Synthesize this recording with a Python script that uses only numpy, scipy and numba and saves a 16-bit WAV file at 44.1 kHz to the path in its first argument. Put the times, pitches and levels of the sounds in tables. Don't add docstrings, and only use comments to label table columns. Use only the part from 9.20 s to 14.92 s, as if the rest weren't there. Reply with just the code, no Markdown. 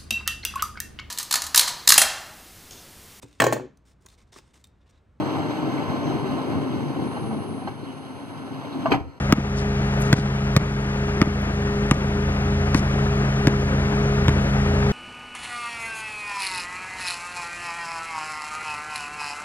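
import sys
import numpy as np
from scipy import signal
from scipy.fft import rfft, irfft
from scipy.io import wavfile
from scipy.ndimage import uniform_filter1d, minimum_filter1d
from numba import njit

SR = 44100
rng = np.random.default_rng(int(sys.argv[2]) if len(sys.argv) > 2 else 0)


def unload_wav(signal):
    wavfile.write(
        sys.argv[1],
        SR,
        np.round(np.clip(np.atleast_2d(signal).T, -1, 1) * 32767).astype(np.int16),
    )


N = 252252
TIME = np.arange(N) / SR
FREQ = np.maximum(np.arange(N // 2 + 1) * SR / N, 1)

# (multiple of the firing rate, level [dB])
ENGINE_TONES = [(2, -28), (4, -40.5), (6, -39.5), (10, -45.5), (11, -50), (13, -57), (20, -46), (25, -46),
                (30, -53.5)]
# (multiple of the blade rate, level [dB])
BLADE_TONES = [(1, -25.5), (3, -50.5), (4, -56), (6, -47), (9, -50.5)]
# (time [s], level [dB])
HUM_LEVELS = [(0, -24), (.85, -23), (1.2, -21.5), (2, -26), (2.7, -26), (3.3, -24.5), (4.08, -22),
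              (4.45, -23.5), (5.72, -23.5)]
# (time of dip [s], level [dB], twin against the tone [dB])
BOOM_DIPS = [(0, -25.5, -17), (0.98, -31.5, -26), (1.55, -31, -10), (2.62, -26.5, -5), (4.17, -28.5, -8.5),
             (4.9, -30.5, -4), (5.31, -26, -2), (5.78, -34, 5.5)]
# (time of dip [s], level [dB], twin against the tone [dB])
WHINE_DIPS = [(0.16, -35, -2), (0.73, -29.5, -6.5), (1.17, -34, -16.5), (1.62, -31, -17),
              (2.281, -31, -1.5), (2.791, -29, -8), (3.151, -32, -3.5), (3.611, -33, -7), (4.1, -32.5, 2),
              (4.541, -31, -8), (5.27, -31.5, -4), (6.1, -28.5, -10)]
# (frequency [Hz], level [dB])
RUSH_SPECTRUM = [(20, -4), (40, -6.5), (70, 5), (130, 1.5), (280, 1.5), (450, -2), (750, -3.5), (1100, -9),
                 (1290, -6), (1600, -8.5), (2200, -15), (3800, -25.5), (6200, -33.5), (8500, -46.5),
                 (11300, -54), (14000, -61.5)]
# (time [s], level [dB])
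DRONE_LEVELS = [(0, -3), (.8, -1), (1.6, -2.5), (2.4, -2.5), (3.2, -2), (4, -1.5), (4.9, -0.56), (5.72, 0)]
# (time [s], click [dB], treble edge [Hz], grit [dB], ping [dB], ping pitch [Hz],
# slap [dB], slap pitch [Hz], pop [dB], squash [dB], flex [dB], flex pitch [Hz], suck [dB], peel [dB])
BOUNCE_HITS = [(0.1246, 3.5, 15500, -11.5, -13, 5000, -4.5, 1260, -18.5, -7.5, 2.5, 254, -13, -18.5),
               (0.9288, -1.5, 17000, -10.5, -9, 4200, -7.5, 1520, -9, -0.5, -1.5, 254, -14.5, -13.5),
               (1.365, 5, 16500, -6, -9, 3590, -6, 1190, -5, -0.5, -6, 266, -16.5, -16),
               (2.0159, -1, 6800, -11.5, -7.5, 5120, -9.5, 1258, -29, -7.5, -2, 272, -11, -21.5),
               (2.7120, -2.5, 11900, -13, -19.5, 5280, -7.5, 1202, -25, -5.5, -5.5, 267, -21.5, -23),
               (3.5460, -0.5, 6440, -12, -17.5, 3960, -12, 1112, -19, -10, -6, 253, -24.5, -28.5),
               (4.2712, 0, 7300, -14, -12, 4650, -17, 1690, -13.5, -9, -4.5, 259, -27, -20),
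               (5.0825, -2, 4150, -19, -4.5, 3110, -16.5, 1010, -17, -8.5, -14.5, 248, -31, -19.5)]
# (frequency [Hz], level [dB])
CLICK_SPECTRUM = [(500, -20), (1500, -4), (2700, 1), (3900, 1), (5200, 3), (7000, -1), (10500, -0.5),
                  (15000, -4)]
# (delay [slap periods], level [dB])
CHATTER_TAPS = [(0, -7.5), (1, -26.5), (2.1, -30.5), (3.2, -22)]
# (frequency [Hz], level [dB])
GRIT_SPECTRUM = [(300, 23), (700, -13.5), (2000, 15.5), (3800, -10.5), (4700, -15.5), (6500, -2),
                 (11000, -23.5), (15000, -38.5)]
# (multiple of the slap pitch, level [dB], t60 [s])
SLAP_MODES = [(0.5, -17, 0.047), (1.001, 3, 0.014), (1.219, -1.5, 0.01), (1.602, 1, 0.0058),
              (2.2, -8.5, 0.01)]
# (frequency [Hz], level against the slap [dB], t60 [s])
CAVITY_MODES = [(940, -13, 0.03), (1616, -24, 0.077), (2193, -24.5, 0.11), (3400, -24.5, 0.022)]
# (frequency [Hz], level [dB])
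PEEL_SPECTRUM = [(200, 2.5), (600, 6), (1000, 2), (1400, -3.5), (2200, -12), (4000, -20.5), (10000, -32),
                 (16000, -51)]
# (delay [s], level [dB])
WALL_ECHOES = [(0.049, -25.5), (0.054, -14)]
# (time [s], length [s], level [dB], centre [Hz], width [oct])
SHOE_SCUFFS = [(0.39, 0.06, -46, 4200, 0.52), (0.742, 0.012, -52, 4000, 0.55),
               (0.806, 0.012, -58, 12000, 0.16), (0.817, 0.018, -55, 9500, 0.22),
               (0.825, 0.016, -44.5, 5700, 0.42), (0.862, 0.06, -52.5, 4400, 0.6),
               (0.985, 0.055, -43.5, 3600, 0.62), (2.218, 0.018, -68, 11500, 0.15),
               (2.742, 0.01, -46, 4800, 0.45), (3.576, 0.04, -41.5, 4100, 0.62),
               (4.845, 0.06, -55, 6000, 0.025)]
# (frequency [Hz], side against mid [dB])
PORT_WIDTH = [(60, -58.5), (200, -22.5), (380, -19), (700, -12), (1300, -7.5), (2400, -1.5), (4400, -0.5),
              (8000, 9), (15000, 25.5)]
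# (frequency [Hz], extra side [dB])
BALL_SIDE = [(900, 2), (1900, 0), (2800, 6), (3900, 13), (5500, 7), (7500, 2), (11000, -3), (15000, -4)]


def undb(db):
    return 10 ** (np.asarray(db) / 20)


def response(points):
    hz, db = np.transpose(points)
    return undb(np.interp(np.log(FREQ), np.log(hz), db))


def swell(points):
    times, db = np.transpose(points)
    return np.interp(TIME, times, undb(db))


def shape(x, gain):
    return irfft(rfft(x) * gain, N)


def noise(gain):
    x = shape(rng.standard_normal(N), gain)
    return x / np.sqrt(np.mean(x ** 2))


def wander(hz):
    return noise(np.exp(-(FREQ / hz) ** 2) * (FREQ > 1))


def add(track, start_s, sound):
    i = int(start_s * SR)
    track[i:i + len(sound)] += sound[:N - i]


def ports(x, width_db, lead_rad, rad_per_octave=0.018, side_eq=1):
    phase = np.clip(lead_rad + rad_per_octave * np.log2(FREQ / 1000), 0, np.pi / 2)
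    side = shape(x, response(PORT_WIDTH) * side_eq * undb(width_db) * np.exp(1j * phase))
    return np.array([x + side, x - side])


def beating(cycles, dips):
    times, db, twin_db = np.transpose(dips)
    slip = np.interp(TIME, times, np.arange(len(times)))
    twin = undb(np.interp(TIME, times, twin_db)) * np.sin(2 * np.pi * (cycles - slip))
    return undb(np.interp(TIME, times, db)) * (np.sin(2 * np.pi * cycles) - twin)


def mower(firing_hz=27.16, blade_hz=204.2, drift_hz=0.049, waver_db=1.2, blur_cycles=0.013):
    engine = np.cumsum(firing_hz + drift_hz * wander(2.6)) / SR
    blades = engine * blade_hz / firing_hz
    blur, waver = wander(4.2), wander(22.0)

    def carried(cycles, db=0):
        shift, hz = rng.integers(N), cycles[-1] / TIME[-1]
        phase = cycles + rng.random() + blur_cycles * hz / 300 * np.roll(blur, shift)
        return phase, np.sqrt(2) * undb(db + waver_db * np.roll(waver, shift))

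    tones = [carried(k * engine, db) for k, db in ENGINE_TONES]
    tones += [carried(k * blades, db) for k, db in BLADE_TONES]
    steady = sum(gain * np.sin(2 * np.pi * phase) for phase, gain in tones)
    phase, gain = carried(5 * engine)
    hum = gain * swell(HUM_LEVELS) * np.sin(2 * np.pi * phase)
    phase, gain = carried(3 * engine)
    boom = gain * beating(phase, BOOM_DIPS)
    phase, _ = carried(2 * blades)
    whine = np.sqrt(2) * beating(phase, WHINE_DIPS)
    return (steady + hum + boom + whine) * signal.windows.tukey(N, .002)


def rush(level_db=-27.5, flutter_db=1.76, flutter_below_hz=1800, diffuse_db=1):
    colour = response(RUSH_SPECTRUM)
    steady = noise(colour)
    flutter = steady * (undb(flutter_db * wander(38)) - 1)
    direct = steady + shape(flutter, 1 / (1 + (FREQ / flutter_below_hz) ** 2))
    around = shape(noise(colour), response(PORT_WIDTH)) * undb(diffuse_db)
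    return undb(level_db) * (ports(direct, width_db=7.0, lead_rad=1.0) + np.array([around, -around]))


def ring(t, hz, db, t60):
    return undb(db) * np.sin(2 * np.pi * hz * t) * np.exp(-np.log(1000) * t / t60)


def swing(t, hz, centre_s, length_s):
    position = np.clip((t - centre_s) / length_s, -.5, .5)
    return np.sin(2 * np.pi * hz * (t - centre_s)) * np.cos(np.pi * position) ** 2


def tick(gain, samples=512):
    cepstrum = irfft(np.log(gain), N)
    cepstrum[1:N // 2] *= 2
    cepstrum[N // 2:] = 0
    pulse = irfft(np.exp(rfft(cepstrum)), N)[:samples]
    return pulse / np.abs(pulse).max()


def ball(contact_s=0.0104, squash_hz=127, grit_s=0.0043, click_trim_db=-4, slap_rise_s=0.00034,
         peel_s=0.0034, rebound_db=-10, rebound_s=0.0011):
    out, t = np.zeros(N), TIME[:SR // 3]
    grit, grip = noise(response(GRIT_SPECTRUM)), noise(response(PEEL_SPECTRUM))
    cavity = sum(ring(t, *mode) for mode in CAVITY_MODES)
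    squeeze = 1 - np.exp(-(t / slap_rise_s) ** 2)
    rebound = -undb(rebound_db) * np.exp(-((t - contact_s) / rebound_s) ** 2)
    squash = swing(t, squash_hz, centre_s=0.00611, length_s=0.024) + rebound
    for (start, click_db, edge_hz, grit_db, ping_db, ping_hz, slap_db, slap_hz,
         pop_db, squash_db, flex_db, flex_hz, suck_db, peel_db) in BOUNCE_HITS:
        now = slice(int(start * SR), int(start * SR) + len(t))
        softness = 1 / (1 + (FREQ / edge_hz) ** 4)
        click = -tick(response(CLICK_SPECTRUM) * softness)
        for periods, tap_db in CHATTER_TAPS:
            add(out, start + periods / slap_hz, undb(click_db + click_trim_db + tap_db) * click)
        crunch = undb(grit_db) * grit[now] * np.exp(-t / grit_s)
        ping = ring(t, ping_hz, ping_db, t60=0.002)
        skin = np.zeros(N)
        add(skin, start, crunch + ping)
        out += shape(skin, softness)
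        slap = squeeze * sum(ring(t, k * slap_hz, db, t60) for k, db, t60 in SLAP_MODES)
        pop = squeeze * ring(t, hz=626, db=pop_db, t60=0.0093)
        flex = swing(t, flex_hz, centre_s=0.006, length_s=0.013)
        thump = undb(squash_db) * squash + undb(flex_db) * flex
        peel = undb(peel_db) * grip[now] * np.exp(-((t - contact_s) / peel_s) ** 2)
        add(out, start, undb(slap_db) * (slap + cavity) + pop + thump + peel)
        add(out, start + contact_s, -undb(suck_db) * slap)
    return out


def scatter(t60, onset_s):
    tail = rng.standard_normal(N) * np.exp(-np.log(1000) * TIME / t60)
    tail *= 1 - np.exp(-(TIME / onset_s) ** 2)
    return rfft(tail / np.linalg.norm(tail))


def houses(x, wall_hz=600, fence_db=-20, fence_hz=7000, fronts_db=-22, fronts_hz=1200):
    echoes = sum(undb(db) * np.exp(-2j * np.pi * FREQ * delay) for delay, db in WALL_ECHOES)
    walls = echoes / (1 + 1j * FREQ / wall_hz)
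    fence = undb(fence_db) * scatter(t60=0.71, onset_s=0.02) / (1 + 1j * FREQ / fence_hz)
    fronts = undb(fronts_db) * scatter(t60=0.29, onset_s=0.033) / (1 + 1j * FREQ / fronts_hz)
    return shape(x, walls + fence + fronts)


def shoes(grain_db=4.0):
    out = np.zeros(N)
    grain = undb(grain_db * wander(600))
    for peak_s, length_s, db, hz, octaves in SHOE_SCUFFS:
        hiss = noise(np.exp(-.5 * (np.log2(FREQ / hz) / octaves) ** 2))
        out += undb(db) * hiss * np.exp(-(2 * (TIME - peak_s) / length_s) ** 2)
    return out * grain


def scene():
    bounces = ball()
    drone = (ports(mower(), width_db=1.0, lead_rad=0.79) + rush()) * swell(DRONE_LEVELS)
    direct = ports(bounces, width_db=-1, lead_rad=1.05, side_eq=response(BALL_SIDE))
    scuffs = ports(shoes(), width_db=5, lead_rad=0.65)
    echoes = ports(houses(bounces), width_db=-2.0, lead_rad=1.3)
    return direct + scuffs + echoes + drone


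@njit
def duck(over_db, attack_s, release_s, share, recover_s):
    out, quick, slow = np.empty(len(over_db)), 0., 0.
    for i in range(len(over_db)):
        quick += (over_db[i] - quick) / (SR * (attack_s if over_db[i] > quick else release_s))
        slow = max(slow * (1 - 1 / (SR * recover_s)), share * quick)
        out[i] = max(quick, slow)
    return out


def record(dry, mic_hz=12300, limit_db=-3.0, hold_s=0.015, top_hz=16600):
    mic = signal.sosfilt(signal.butter(6, mic_hz, fs=SR, output="sos"), dry)
    peak = uniform_filter1d(np.abs(mic).max(axis=0), size=24)
    over_db = np.maximum(20 * np.log10(peak + 1e-9) - limit_db, 0)
    half_hold = int(hold_s * SR / 2)
    held_db = -minimum_filter1d(-over_db, 2 * half_hold + 1, origin=half_hold, mode="constant")
    duck_db = duck(held_db, attack_s=0.00025, release_s=0.031, share=0.59, recover_s=0.37)
    clipped = np.clip(mic * undb(-duck_db), -1, 1)
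    return signal.sosfilt(signal.ellip(8, .2, 70, top_hz, fs=SR, output="sos"), clipped)


dry = scene()
out = record(dry)
unload_wav(out)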